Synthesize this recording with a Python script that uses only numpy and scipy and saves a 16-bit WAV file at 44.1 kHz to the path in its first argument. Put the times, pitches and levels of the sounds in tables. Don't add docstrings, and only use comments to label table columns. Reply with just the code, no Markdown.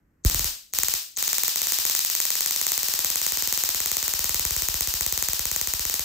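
import sys
import numpy as np
from scipy import signal
from scipy.fft import rfft, irfft, next_fast_len
from scipy.io import wavfile
from scipy.ndimage import uniform_filter1d

SR = 44100
rng = np.random.default_rng(int(sys.argv[2]) if len(sys.argv) > 2 else 0)


def digitize_waveform(pressure):
    field = np.atleast_2d(pressure).T
    bounded = np.clip(field, -1, 1)
    quanta = np.round(bounded * 32767).astype(np.int16)
    wavfile.write(sys.argv[1], SR, quanta)


def linear_from_db(decibels):
    return 10 ** (np.asarray(decibels, float) / 20)


N = 266652


def read(table, hz):
    f, v = np.transpose(table)
    return np.interp(np.log(hz + 1), np.log(f), v)


def shape(x, response):
    n = next_fast_len(x.shape[-1] + 8192)
    hz = np.arange(n // 2 + 1) * SR / n
    return irfft(rfft(x, n) * response(hz), n)[..., :x.shape[-1]]


def low_pass(hz, corner, power=4):
    return 1 / (1 + (hz / corner) ** power)


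def unit(x):
    return x / np.sqrt(np.mean(x ** 2))


# frequency in Hz, correlation from 0 to 1.
PORT_LIKENESS = [(100, 0.98), (300, 0.87), (600, 0.33), (2000, 0.16), (4500, 0.19), (6500, 0.47)]
# frequency in Hz, difference in dB.
LEFT_OVER_RIGHT = [(500, -0.5), (1500, 0.5), (3000, 1), (6000, 7.5), (8500, 0.5)]


def ports(a, b, colour, like=0.):
    shared_hz, lag_s = 8000, 6.6 / SR

    def common(hz):
        top = 1 / (1 + (shared_hz / (hz + 1)) ** 16)
        same = np.clip(read(PORT_LIKENESS, hz) + like, 0, 1)
        return top * np.exp(-2j * np.pi * hz * lag_s) + (1 - top) * same

    def separate(hz):
        return np.sqrt(np.clip(1 - abs(common(hz)) ** 2, 0, 1) + .02)

    left = shape(a, common) + shape(b, separate)
    left = shape(left, lambda hz: linear_from_db(read(colour, hz) + read(LEFT_OVER_RIGHT, hz) / 2))
    right = shape(a, lambda hz: linear_from_db(read(colour, hz) - read(LEFT_OVER_RIGHT, hz) / 2))
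    return np.array([left, right])


# time in seconds, room gain in dB, bass let through the wind filter in dB.
CAMERA_CONTROLS = [(0, 9, -20), (.3, -1.5, -9.5), (.75, -2, -46), (1.2, -0.5, -46), (1.42, -1.5, -45.5),
                   (1.53, -0.5, -46), (1.7, 0, -46), (1.88, 1, -42), (2.0, -1, -61), (2.5, -1.25, -45.5),
                   (3.05, -1.2, -39), (3.2, -0.8, -43), (3.45, -2, -33.5), (3.6, -1.5, -39.5),
                   (4.05, -1.8, -36.5), (4.35, -2.5, -23.5), (4.6, -2, -27.5), (6.05, -4, -31)]


def control(t, column):
    rows = np.transpose(CAMERA_CONTROLS)
    return np.interp(t, rows[0], rows[column])


def drift(column):
    return control(np.arange(N) / SR, column)


# spark time in seconds, crack level in dB, overload thump in dB.
WIRE_TOUCHES = [
    (0.249, -16.5, -4),
    (0.2981, -15, -34),
    (0.3456, -13.5, -20),
    (0.394, -13.5, -24),
    (0.4442, -13, -25),
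    (0.7363, -17, -41),
    (0.787, -10.5, -35),
    (0.8339, -11, -37),
    (0.884, -12, -40),
    (0.9384, -12, -40),
]
# first spark in seconds, recharge time in ms, number of sparks.
HELD_ARC = [(1.174, 52.2, 6), (1.4804, 78.5, 2), (1.6175, 52.8, 2), (1.7214, 65.3, 3), (1.8977, 52.8, 2),
            (1.9918, 56.7, 2), (2.1, 51.0, 5), (2.3539, 53.4, 3), (2.5092, 52.5, 5), (2.7779, 53.4, 4),
            (2.9909, 55.5, 4), (3.2156, 49.5, 2), (3.3213, 51.1, 5), (3.5758, 61.3, 2), (3.6901, 56.4, 5),
            (3.9689, 58.8, 2), (4.0799, 57.3, 2), (4.1922, 50.8, 5), (4.4515, 56.5, 4), (4.6858, 56.2, 2),
            (4.8082, 65.5, 3), (5.0091, 54.6, 2), (5.1248, 51.7, 2), (5.2252, 60.8, 2), (5.3329, 60.8, 3),
            (5.5146, 47.3, 2), (5.6132, 59.9, 2), (5.7367, 57.8, 2), (5.8524, 45.2, 2), (5.9408, 53.5, 2)]


def every_spark():
    level_db, opening_db = -14, -5
    full_charge_ms, thump_db_per_ms = 56, .9
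    runs = [first + ms / 1000 * np.arange(int(count)) for first, ms, count in HELD_ARC]
    s = np.concatenate(runs)
    short_ms = np.clip(full_charge_ms - 1000 * np.diff(s, prepend=0), 0, None)
    crack_db = level_db + opening_db * (s == s[0])
    thump_db = control(s, column=2) - thump_db_per_ms * short_ms
    return np.vstack([WIRE_TOUCHES, np.transpose([s, crack_db, thump_db])])


def since_spark():
    t, times = np.arange(N) / SR, every_spark()[:, 0]
    return t - np.append(-99., times)[np.searchsorted(times, t)]


def train(size):
    out = np.zeros(N)
    out[(every_spark()[:, 0] * SR).astype(int)] = size
    return out


def heard(pulses, response, lead):
    return signal.fftconvolve(pulses[None], response, axes=1)[:, lead:lead + N]


# frequency in Hz, level in dB per Hz.
ROOM_TONE = [(15, -38), (25, -8), (55, 0), (326, -11), (384, -19), (439, -15), (714, -25), (1840, -24),
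             (3520, -44), (13200, -38), (16000, -45)]


def hush():
    level_db, idle_db, busy_db = -57, -9, -24
    recover_s, rumble_db, rumble_s = 0.26, 27, 0.09
    age = since_spark()
    tone = linear_from_db(idle_db + (busy_db - idle_db) * np.exp(-age / recover_s))
    rumble = linear_from_db(drift(column=2) + rumble_db) * np.exp(-age / rumble_s)
    noise = unit(ports(*rng.standard_normal((2, N)), ROOM_TONE))
    return noise * linear_from_db(level_db) * (tone + rumble)


# time in seconds, kick in dB.
OFFSET_WOBBLE = [
    (0.326, -30),
    (0.371, -28),
    (0.416, -26),
    (0.477, -37),
    (.505, -39),
    (.575, -67),
    (.63, -74),
    (.68, -63),
]


def thumps():
    scatter_db = .8

    def settle(hz):
        return hz ** 4 / (hz ** 4 + 41 ** 4) / (1 + 1j * hz / 58 / 0.55 - (hz / 58) ** 2)

    def twice(hz):
        return 1 + .6 * np.exp(-2j * np.pi * hz * .0025) * low_pass(hz, 450, 2)

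    def ring(hz):
        return 1 + 0.036 / (1 + 1j * (hz - 50) / 1.5)

    events = every_spark()
    in_arc = events[:, 0] >= HELD_ARC[0][0]
    luck_db = scatter_db * rng.standard_normal(len(events)) * in_arc
    kick = train(linear_from_db(events[:, 2] + luck_db + 49.5))
    kick = shape(kick, lambda hz: settle(hz) * twice(hz) * ring(hz))
    wobble_s, wobble_db = np.transpose(OFFSET_WOBBLE)
    wobble = np.zeros(N)
    wobble[(wobble_s * SR).astype(int)] = linear_from_db(wobble_db + 54.5)
    kick = kick + shape(wobble, lambda hz: settle(hz) * low_pass(hz, 75))
    skew = 0.083 * np.gradient(kick) * SR / (2 * np.pi * 70)
    return np.array([kick - skew, kick + skew])


# frequency in Hz, level in dB.
ROOM_COLOUR = [(60, -12), (300, -25), (1000, -11), (2100, -9), (2700, -5), (3600, -3.5), (5000, 0),
               (7200, -2.5), (9000, -2), (11500, -0.5), (13500, -5), (15600, 1.5), (15950, -52)]
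# frequency in Hz, time in seconds to fade by 60 dB.
ROOM_DECAY = [(200, 0.42), (800, 0.29), (3000, 0.43), (6500, 0.42), (12000, 0.37)]
# delay in ms, spread in ms, dB over the diffuse sound.
FIRST_ECHOES = [
    (5.6, .25, 5),
    (7.4, .25, 3),
    (9.8, .3, 3),
    (13.1, .8, 6.5),
    (21.3, .3, 5),
    (23.0, 1.2, 3.5),
    (30.8, .5, 3),
    (33.8, .4, 4),
]


def room(lead):
    level_db, start_s, build_s, size = -22, 0.0052, 0.0056, 1 << 15
    t = (np.arange(size) - lead) / SR
    noise, tail = rng.standard_normal((2, size)), 0
    for centre in 60 * 2. ** np.arange(9):
        band = shape(noise, lambda hz: np.cos(np.pi / 2 * np.clip(np.log2((hz + 1) / centre), -1, 1)) ** 2)
        tail = tail + band * linear_from_db(-60 * t / read(ROOM_DECAY, centre))
    swell = 1 - 0.98 * np.exp(-np.maximum(t - start_s, 0) / build_s)
    for ms, wide, db in FIRST_ECHOES:
        swell = swell + (linear_from_db(db) - 1) * np.exp(-((t * 1000 - ms) / wide) ** 2)
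    pair = ports(*(tail * swell * (t > start_s)), ROOM_COLOUR)
    return linear_from_db(level_db) * pair / np.std(pair[:, lead + 400:lead + 1200])


# frequency in Hz, level in dB.
CRACK_COLOUR = [(200, -14), (600, -11), (1100, -7), (2000, -3), (2900, -10), (4000, -4), (5400, -6),
                (6400, 7), (8200, 5), (9500, -1), (12500, -4), (15400, 9), (16550, -3), (16900, -50)]


def crack(lead):
    body_s, tail_db, tail_s = .00072, -10, .0014
    t = (np.arange(1024) - lead) / SR
    tail = linear_from_db(tail_db) * np.exp(-(t - body_s) / tail_s)
    body = (t >= 0) * np.where(t < body_s, 1, tail)
    burst = np.sign(rng.standard_normal((2, 1024))) * body
    for _ in range(6):
        tone = rfft(burst)
        burst = irfft(tone / np.sqrt(uniform_filter1d(abs(tone) ** 2, size=9)))
        burst = np.clip(burst / np.std(burst[:, lead:lead + 30]), -1.2 * body, 0.74 * body)
    pair = ports(*burst, CRACK_COLOUR, like=0.4)
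    return pair / np.sqrt(np.sum(pair ** 2) / 125)


# spark time in seconds, smear level in dB, level in dB of a ghost one short block early.
EARLY_SMEAR = [
    (.2493, -46, -52),
    (.7367, -47, -46),
    (1.1746, -40, -30),
    (1.28, -42, -30),
    (.394, -44, -34),
]


def pre_echo(click, lead):
    block_s = 256 / 48000
    t, ghosts, smear = np.arange(N) / SR, np.zeros(N), np.zeros(N)
    for s, smear_db, ghost_db in EARLY_SMEAR:
        for k in (1, 2):
            ghosts[int((s - k * block_s) * SR)] = linear_from_db(ghost_db - 10 * (k - 2.5))
        before = (t < s) * (t > s - .017)
        smear += linear_from_db(smear_db) * before * np.exp(np.minimum(t - s, 0) / 0.0041)
    hiss = ports(*rng.standard_normal((2, N)), CRACK_COLOUR, like=0.32)
    early = heard(ghosts, click, lead) + smear * 2.6 * hiss
    return shape(early, lambda hz: low_pass(hz, 8400, 24) / (1 + (3300 / (hz + 1)) ** 6))


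def sparks(lead):
    scatter_db, bass_db, deep_db = 0.97, 6, -9
    open_db, bass_share = -36, .4
    duck_db, duck_s = -3.5, 0.026
    events = every_spark()
    wander = rng.standard_normal((len(events), 3)).T
    size = linear_from_db(events[:, 1] + scatter_db * wander[2])
    size = size / np.sqrt(1 + 0.019 * (wander[0] ** 2 + wander[1] ** 2))

    first = crack(lead)
    cracks = heard(train(size), first, lead)
    others = sum(heard(train(.2 * size * w), crack(lead), lead) for w in wander[:2])
    cracks = cracks + shape(others, lambda hz: hz ** 2 / (hz ** 2 + 900 ** 2))

    other_room = shape(room(lead), lambda hz: hz ** 2 / (hz ** 2 + 600 ** 2))
    echo = heard(train(1.), room(lead), lead)
    echo = echo + heard(train(0.69 * np.tanh(wander[2])), other_room, lead)
    bass = shape(echo, lambda hz: low_pass(hz, 1100))
    lows = linear_from_db(bass_db + bass_share * np.minimum(drift(column=2) - open_db, 0))
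    echo = (echo + bass * (lows - 1)) * linear_from_db(drift(column=1))

    age = since_spark()
    duck = linear_from_db(duck_db * (1.5 - np.exp(-age / 0.0014)) * np.exp(-age / duck_s))
    echo = echo * duck
    deep = shape(cracks + echo, lambda hz: low_pass(hz, 170))
    low = shape(cracks, lambda hz: low_pass(hz, 600))
    thinned = low * (lows - 1) + deep * lows * (linear_from_db(deep_db) - 1)
    return cracks + thinned + echo + pre_echo(first, lead)


def scene():
    return sparks(lead=256) + thumps() + hush()


def starve(x, lo_hz, hi_hz, share, size=940):
    band = shape(x, lambda hz: 1 / (1 + ((2 * hz - lo_hz - hi_hz) / (hi_hz - lo_hz)) ** 12))
    drop = np.repeat(rng.random(N // size + 1) < share, size)[:N]
    drop = drop * (since_spark() > .004)
    return x - band * uniform_filter1d(1. * drop, size=120)


def band_limit(x):
    return signal.sosfilt(signal.butter(12, 16970, fs=SR, output="sos"), x)


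def record(dry):
    def crossovers(hz):
        return np.exp(-2j * np.pi * 1.03 * np.log(np.hypot(hz, 20.5) / 57.0))

    left, right = shape(dry, crossovers)
    mid = starve((left + right) / 2, lo_hz=9450, hi_hz=10800, share=.8)
    mid = starve(mid, lo_hz=9300, hi_hz=11600, share=.55, size=470)
    mid = starve(mid, lo_hz=8900, hi_hz=10500, share=.2, size=235)
    side = starve((left - right) / 2, lo_hz=11800, hi_hz=14600, share=1.0)
    return band_limit(np.array([mid + side, mid - side]))


dry = scene()
out = record(dry)
digitize_waveform(out)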